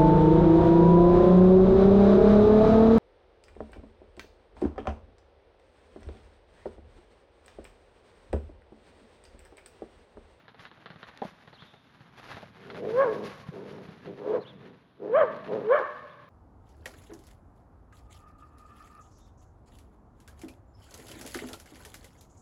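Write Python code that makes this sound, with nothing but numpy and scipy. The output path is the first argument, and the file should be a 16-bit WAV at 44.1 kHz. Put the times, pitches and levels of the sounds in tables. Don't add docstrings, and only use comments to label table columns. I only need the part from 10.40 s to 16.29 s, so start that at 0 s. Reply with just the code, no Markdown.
import sys
import numpy as np
from scipy import signal
from scipy.fft import rfft, irfft, next_fast_len
from scipy.io import wavfile
from scipy.ndimage import uniform_filter1d, map_coordinates

SR = 44100
rng = np.random.default_rng(int(sys.argv[2]) if len(sys.argv) > 2 else 0)


def log_audio(samples):
    frames = np.atleast_2d(samples).T
    limited = np.clip(frames, -1, 1)
    pcm = np.round(limited * 32767).astype(np.int16)
    wavfile.write(sys.argv[1], SR, pcm)


N = 259749
TIME = np.arange(N) / SR


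def growl(slack_hz=98, tense_hz=108, jitter=.06, throat_lift=1.106):
    # f/Hz, width/Hz, gain/dB
    throat_modes = [(356, 110, -27.5), (408, 160, 10.5), (578, 42, 3.5)]
    # f/Hz, width/Hz, gain/dB
    mouth_modes = [(897, 100, 17), (1130, 120, 8.5), (1680, 720, -28), (3170, 670, -15)]
    throat_gain, chest_gain, mouth_gain = growl_gains() * from_db([[-1.5], [-2.5], [-0.7]])
    effort = np.clip(throat_gain / from_db(-30), 0, 1)
    looseness = 1 - .5 * effort
    pitch = (slack_hz + (tense_hz - slack_hz) * effort) * (1 + jitter * looseness * drift(90))
    cycles = np.cumsum(pitch) / SR
    slaps = rms_one(np.diff(np.floor(cycles), prepend=0))
    puffs = rms_one(rng.standard_normal(N) * np.exp(-(cycles % 1)))
    source = slaps + 1.2 * looseness * puffs
    chest = band(source, 131, 256.6, order=4)
    tense_modes = [(hz * throat_lift, width, db) for hz, width, db in throat_modes]
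    throat = (1 - effort) * airway(source, throat_modes) + effort * airway(source, tense_modes)
    mouth = airway(source + puffs, mouth_modes)
    return chest_gain * even_out(chest) + throat_gain * even_out(throat) + mouth_gain * even_out(mouth)


def growl_gains(swell_db=15.5, rounding_s=.02, chest_share=0.54, stop_db_per_s=444.5):
    # throat/dB, chest/dB, mouth/dB
    pushes = [(2.33, 0.15, .06, -45, -50, -63), (2.473, 0.097, .12, -30, -40.5, -62.5),
              (2.698, .1, .15, -29, -44, -49.5), (2.839, 0.07, 0.064, -41, -41, -55),
              (3.158, 0.031, .26, -40, -51, -55.5), (3.39, 0.23, 0.24, -50, -48, -67),
              (3.689, 0.032, .06, -38, -42, -74), (3.94, 0.15, .07, -27.5, -43, -43),
              (4.272, 0.21, 0.11, -50.5, -50.5, -68), (4.647, 0.041, .17, -33, -45.5, -60),
              (4.92, 0.092, 0.15, -45.5, -45.5, -53.5), (5.136, 0.052, 0.13, -27, -38, -44.5)]
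    gains = np.zeros((3, N))
    for s, rise_s, fall_s, throat_db, chest_db, mouth_db in pushes:
        span_s = np.where(TIME < s, rise_s, fall_s)
        drop_db = swell_db * (np.hypot(TIME - s, rounding_s) - rounding_s) / span_s
        stop_db = stop_db_per_s * np.clip(np.abs(TIME - s) - span_s, 0, .5)
        levels_db = np.array([throat_db - drop_db, chest_db - chest_share * drop_db, mouth_db - drop_db])
        gains += from_db(levels_db - stop_db)
    return gains


def airway(source, modes):
    return sum(from_db(db) * resonate(resonate(source, hz, width), hz, width) for hz, width, db in modes)


def trumpet(note, jitter=0.036, flutter=0.84, rasp=0.59, closed_db=-15, wide_open_hz=600):
    # f/Hz, gain/dB
    overtones = [(700, -13), (870, -18), (1100, -2), (1300, -11), (1480, -8), (1690, -6), (1900, -24),
                 (2250, -18.5), (2600, -37), (3150, -29), (3800, -49), (6000, -70)]
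    pitch, level_db, overtones_db, rough = note_shape(*note)
    on = level_db > -70
    count = on.sum()
    phase = 2 * np.pi * np.cumsum(pitch * (1 + jitter * (rough + 0.096) * drift(350))) / SR
    slow_folds = np.sin(2 * np.pi * np.cumsum(100 * (1 + 0.1692 * drift(70))) / SR)
    opening = from_db(closed_db * np.clip((wide_open_hz - pitch) / 190, 0, 1))
    tone = np.zeros(N)
    for k in range(1, 9):
        hoarse = np.clip(.2 * (k - 1) + .7 * rough[on], 0, .92)
        scatter = (wobble(220, count) + 1j * wobble(220, count)) / np.sqrt(2)
        waver = np.sqrt(1 - hoarse ** 2) + hoarse * scatter
        gain = from_db(overtones_db[on] + at_hz(overtones, k * pitch[on])) if k > 1 else 1.0
        tone[on] += gain * (opening[on] if k > 2 else 1) * np.imag(waver * np.exp(1j * k * phase[on]))
    bright = rms_one(colour(band(rng.standard_normal(N), 680, 7000, order=3), overtones))
    hollow = rms_one(band(rng.standard_normal(N), 733, 1100))
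    hiss = (opening * bright + 0.88 * (1 - 0.74 * opening) * hollow) * (1 + 0.094 * np.sin(phase))
    rumble = rms_one(band(rng.standard_normal(N), 220, 850, order=4))
    breath = rasp * (rough + 0.39) * from_db(overtones_db) * hiss + 0.067 * (rough + 0.2) * rumble
    voice = np.sqrt(2) * tone * (1 + flutter * rough * slow_folds)
    return from_db(level_db) * on * (voice + breath)


def note_shape(s, rise_s, hold_s, crest_s, crest_hz, db, sag_db_per_s, overtones_db,
               rough_before, rough_after):
    break_hz, arch_fall_s = 420.3, .053
    attack_db, release_db_per_s = 16, 478
    bloom_lead_s, bloom_s, pure_db = 0.02, 0.038, -6.5
    tear_lead_s, tear_s = 0.019, 0.023
    t = TIME - s
    past_crest = t - crest_s
    arch = np.exp(-(past_crest / np.where(past_crest < 0, rise_s, arch_fall_s)) ** 2)
    pitch = break_hz + (crest_hz - break_hz) * arch
    level_db = (db - attack_db * np.maximum(-t, 0) / rise_s
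                - sag_db_per_s * np.clip(t, 0, hold_s)
                - release_db_per_s * np.maximum(t - hold_s, 0))
    bloom = step_up((past_crest + bloom_lead_s) / bloom_s)
    torn = step_up((past_crest + tear_lead_s * rough_after) / tear_s)
    rough = np.clip(rough_before + (rough_after - rough_before) * torn, 0, 1)
    return pitch, level_db, overtones_db + pure_db * (1 - bloom), rough


def hooves(thud_s=0.0035, thud_trim_db=-3, crunch_trim_db=-4, grit_db=-7):
    # t/s, knock/dB, thud/dB above the knock, clack/dB above the knock
    firm_steps = [(.081, -50.5, -2, 4), (0.145, -50.5, -14, -4), (0.194, -59, 10, 12.5),
                  (0.253, -51, -18, 9.5), (0.314, -52, -15, 3), (.459, -44, -5, 3.5), (.503, -48, 4.5, 3.5),
                  (.559, -52, 7, 1), (0.63, -46.5, -5, 7), (.818, -24.5, -8, -19.5),
                  (0.85, -37.5, 3.5, -19), (1.076, -51, 3, 2), (1.129, -48.5, -3.5, -2),
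                  (1.222, -54, 9.5, 7), (1.339, -49.5, -14, -8), (1.606, -56, 11, 1),
                  (1.916, -49.5, 1.5, 11), (1.944, -65, 24, 18.5), (1.968, -39.5, -6, -4.5),
                  (2.028, -40, -3.5, -12), (2.301, -42.5, -3, 3), (2.346, -40.5, -1, -5),
                  (3.087, -51, 21.5, -5.5), (3.383, -48, -7, -6.5), (3.487, -46.5, 9, -8),
                  (3.658, -44.5, 4.5, -4)]
    # low/Hz, high/Hz, decay/s
    parts = [(370, 862, 0.012), (1030, 1920, 0.013), (2670, 4200, 0.017)]
    usual_hz, usual_db, hz_per_db = 165, -47.5, 3
    t, out = TIME[:SR // 6], np.zeros(N + SR)

    def sized(hit, db):
        return from_db(db) * hit / np.sqrt(np.sum(hit ** 2) / (SR / 100))

    for s, knock_db, thud_db, clack_db in firm_steps + light_steps():
        thud_hz = usual_hz + hz_per_db * (knock_db - usual_db)
        step = sized(np.sin(2 * np.pi * thud_hz * t) * t * np.exp(-t / thud_s), thud_db + thud_trim_db)
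        for (low, high, decay_s), share_db in zip(parts, (0, clack_db, clack_db + grit_db)):
            breaks = rng.random(len(t)) < 1800 / SR
            crumble = rng.standard_normal(len(t)) * (breaks + 0.1) * np.exp(-t / decay_s)
            crumble[0] += 3.2
            step += sized(band(crumble, low, high, order=3), share_db + crunch_trim_db)
        out[int(s * SR):int(s * SR) + len(t)] += from_db(knock_db) * step
    return out[:N]


def light_steps(per_s=7, herd_near_s=1.9, base_db=-62, spread_db=2):
    draws = rng.random((int(per_s * herd_near_s), 4))
    return [((k + when) / per_s, base_db + spread_db * (2 * force - 1),
             spread_db * weight, spread_db * hardness)
            for k, (when, force, weight, hardness) in enumerate(draws)]


def pebbles(trim_db=3):
    # t/s, strength/dB before trim and filters
    hits = [(0.775, -37), (4.9662, -45.5), (5.1356, -56.5), (5.391, -41)]
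    clicks = np.zeros(N)
    for s, db in hits:
        clicks[int(s * SR)] = from_db(db + trim_db)
    return band(clicks, 1200, 5500) + 7 * resonate(clicks, 3600, 450) + 7 * resonate(clicks, 2000, 470)


def scuff(coarse_trim_db=2, fine_trim_db=1, kick_rise_s=0.03, clods_over_sand_db=8.5):
    # t/s, coarse/dB, fine/dB
    levels = [(0, -67.5, -82), (.8, -57.5, -71.5), (1.0, -63.5, -72), (1.72, -65.5, -76), (1.8, -58.5, -73),
              (2.15, -58.5, -70.5), (2.65, -51, -61), (3.0, -56, -64), (3.6, -58.5, -70), (4.3, -61, -78),
              (4.5, -78, -85), (4.75, -61.5, -85), (5.0, -54, -72.5), (5.4, -54, -71), (5.89, -65.5, -79.5)]
    # t/s, length/s, level/dB
    kicks = [(0.183, .11, -61), (.83, 0.095, -61), (1.755, 0.38, -61.5), (2.823, 0.12, -54)]
    # f/Hz, gain/dB
    coarse_tone = [(150, 5.0), (500, 7.5), (1000, 7.5), (1700, 7.5), (2600, 1.5), (4000, -5),
                   (5500, -21.5), (8000, -34.5)]
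    sand_tone = [(2000, 4.5), (4500, 8.5), (6000, 3.5), (7500, -2.5), (9500, -3.5), (12000, -4.5)]
    coarse_db, fine_db = in_time(levels)
    thrown = sum(from_db(db) * np.interp(TIME - s, [0, kick_rise_s, length], [0, 1, 0])
                 for s, length, db in kicks)
    bursts = from_db(2.3 * drift(38))
    coarse_gain = from_db(coarse_db + coarse_trim_db) + from_db(clods_over_sand_db) * thrown
    sand_gain = from_db(fine_db + fine_trim_db) + thrown
    coarse = colour(grains(per_s=1600, spread_db=-5.5), coarse_tone)
    sand = colour(grains(per_s=3700, spread_db=2), sand_tone)
    return bursts * (coarse_gain * rms_one(coarse) + sand_gain * rms_one(sand))


def birds(unsteady=.045):
    # delay/s, length/s, start/Hz, middle/Hz, end/Hz
    phrase = [(0, 0.05, 4080, 4295, 3270), (0.05, 0.071, 2730, 3630, 3124),
              (0.105, 0.179, 3710, 3580, 3610)]
    # t/s, first note/dB, second note/dB, third note/dB
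    songs = [(0.257, -68, -75, -92), (.67, -65, -85, -73), (1.125, -57.5, -54, -65.5),
             (3.999, -58.5, -51.5, -77), (5.627, -80, -64, -89)]
    out, waver = np.zeros(N), 1 + unsteady * drift(700)
    for s, *notes_db in songs:
        for (delay, length, *pitches_hz), db in zip(phrase, notes_db):
            progress = np.clip((TIME - s - delay) / length, 0, 1)
            pitch = np.interp(progress, [0, .5, 1], pitches_hz) * waver
            swell = np.sqrt(np.abs(np.sin(np.pi * progress)))
            out += from_db(db) * swell * np.sin(2 * np.pi * np.cumsum(pitch) / SR)
    return out


def yard_echo(x, fade_60_db_s=1.38, build_s=0.041, tail_db=-16):
    # delay/s, gain/dB
    slaps = [(.068, -14.5), (.112, -19.5), (.163, -34), (.215, -33)]
    # f/Hz, gain/dB
    echo_tone = [(100, 15.5), (400, -6.5), (620, -2), (850, -1.5), (1110, 7), (1400, -1), (1750, 6.5),
                 (3300, -3.5), (6000, -2), (12000, -7)]
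    # t/s, gain/dB
    facing = [(1.2, 3.5), (2.6, -5), (3.9, -7), (4.8, -2), (5.3, -5), (5.38, 2.5)]
    t = TIME[:2 * SR]
    fade = from_db(-60 * t / fade_60_db_s) * (1 - np.exp(-t / build_s))
    response = from_db(tail_db) * rms_one(rng.standard_normal(len(t)) * fade) / np.sqrt(len(t))
    for delay, db in slaps:
        response[int(delay * SR)] += from_db(db)
    facing_db, = in_time(facing)
    return signal.fftconvolve(x * from_db(facing_db), colour(response, echo_tone))[:N]


def breeze(air_db=-62):
    # f/Hz, gain/dB
    air_tone = [(20, -9.5), (50, -2), (125, 7.5), (250, 8), (500, -5), (1000, -2.5), (1600, -9),
                (2500, -16), (3700, -13), (6800, -45.5), (10800, -32), (12000, -35.5)]
    # t/s, average level/dB
    rumble_levels = [(0, -72), (1.5, -80), (1.68, -58.5), (2.9, -55), (3.6, -60.5), (4.25, -53),
                     (4.45, -83), (4.8, -57.5), (5.3, -67), (5.89, -61.5)]
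    rumble_db, = in_time(rumble_levels)
    air = from_db(air_db) * rms_one(colour(rng.standard_normal(N), air_tone))
    rumble = from_db(rumble_db + 2 * drift(11)) * rms_one(band(rng.standard_normal(N), 94, 190))
    return air + rumble


def from_db(db):
    return 10 ** (np.asarray(db) / 20)


def rms_one(x):
    return x / np.sqrt(np.mean(x ** 2) + 1e-20)


def even_out(x):
    return x / np.sqrt(np.abs(uniform_filter1d(x * x, size=1300)) + 1e-12)


def in_time(rows):
    s, *columns = np.transpose(rows)
    return [np.interp(TIME, s, c) for c in columns]


def step_up(x):
    return .5 + .5 * np.tanh(x)


def band(x, low_hz, high_hz, order=2):
    sections = signal.butter(order, [low_hz, min(high_hz, .45 * SR)], "band", fs=SR, output="sos")
    return signal.sosfilt(sections, x + 1e-18)


def resonate(x, hz, width_hz):
    r = np.exp(-np.pi * width_hz / SR)
    feedback = [1, -2 * r * np.cos(2 * np.pi * hz / SR), r * r]
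    return signal.lfilter(np.array([1, 0, -1]) * (1 - r * r) / 2, feedback, x + 1e-18)


def at_hz(points, hz):
    points_hz, points_db = np.transpose(points)
    return np.interp(np.log(hz + 1), np.log(points_hz), points_db)


def colour(x, points):
    size = next_fast_len(len(x))
    gains = from_db(at_hz(points, np.fft.rfftfreq(size, 1 / SR)))
    return irfft(rfft(x, size) * gains, size)[:len(x)]


def drift(rate):
    knots = rng.standard_normal(8192)
    return rms_one(map_coordinates(knots, [TIME * rate], order=2, mode="wrap"))


def wobble(rate, count):
    knots = rng.standard_normal(1024)
    return map_coordinates(knots, [np.arange(count) * rate / SR], order=2, mode="wrap")


def grains(per_s, spread_db):
    sizes = from_db(spread_db * np.minimum(rng.exponential(1, N), 4)) * rng.choice([-1, 1], N)
    return rms_one(sizes * (rng.random(N) < per_s / SR))


def scene():
    # full voice t/s, rise/s, hold/s, delay to top pitch/s, top pitch/Hz, level/dB,
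    # sag/(dB per s), overtones/dB, roughness before and after the voice tears (0 to 1)
    notes = [(2.596, .075, 0.094, 0.024, 553, -18, 102, -3.5, 0.087, 0.37),
             (3.857, 0.026, 0.11, .089, 504, -33.5, -52, -8, .52, 0.69),
             (4.752, .05, 0.082, .038, 650, -18, 25.5, -3, 0.051, 0.44),
             (5.314, .05, 0.093, .043, 595.7, -16.5, 132.5, -0.5, 0.094, 0.78)]
    bellows = growl() + sum(trumpet(note) for note in notes)
    steps, song = hooves() + pebbles(), birds()
    echo = yard_echo(bellows + from_db(-16.5) * steps + from_db(5.5) * song)
    return (bellows + song + steps + echo + scuff() + breeze())[None]


def record(dry, bass_hz=45, notch_hz=8050, top_hz=12050):
    thinned = signal.sosfilt(signal.butter(1, bass_hz, "high", fs=SR, output="sos"), dry)
    notched = signal.lfilter(*signal.iirnotch(notch_hz, 3.6, fs=SR), thinned)
    return signal.sosfilt(signal.ellip(10, .3, 80, top_hz, fs=SR, output="sos"), notched)


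dry = scene()
out = record(dry)
log_audio(out)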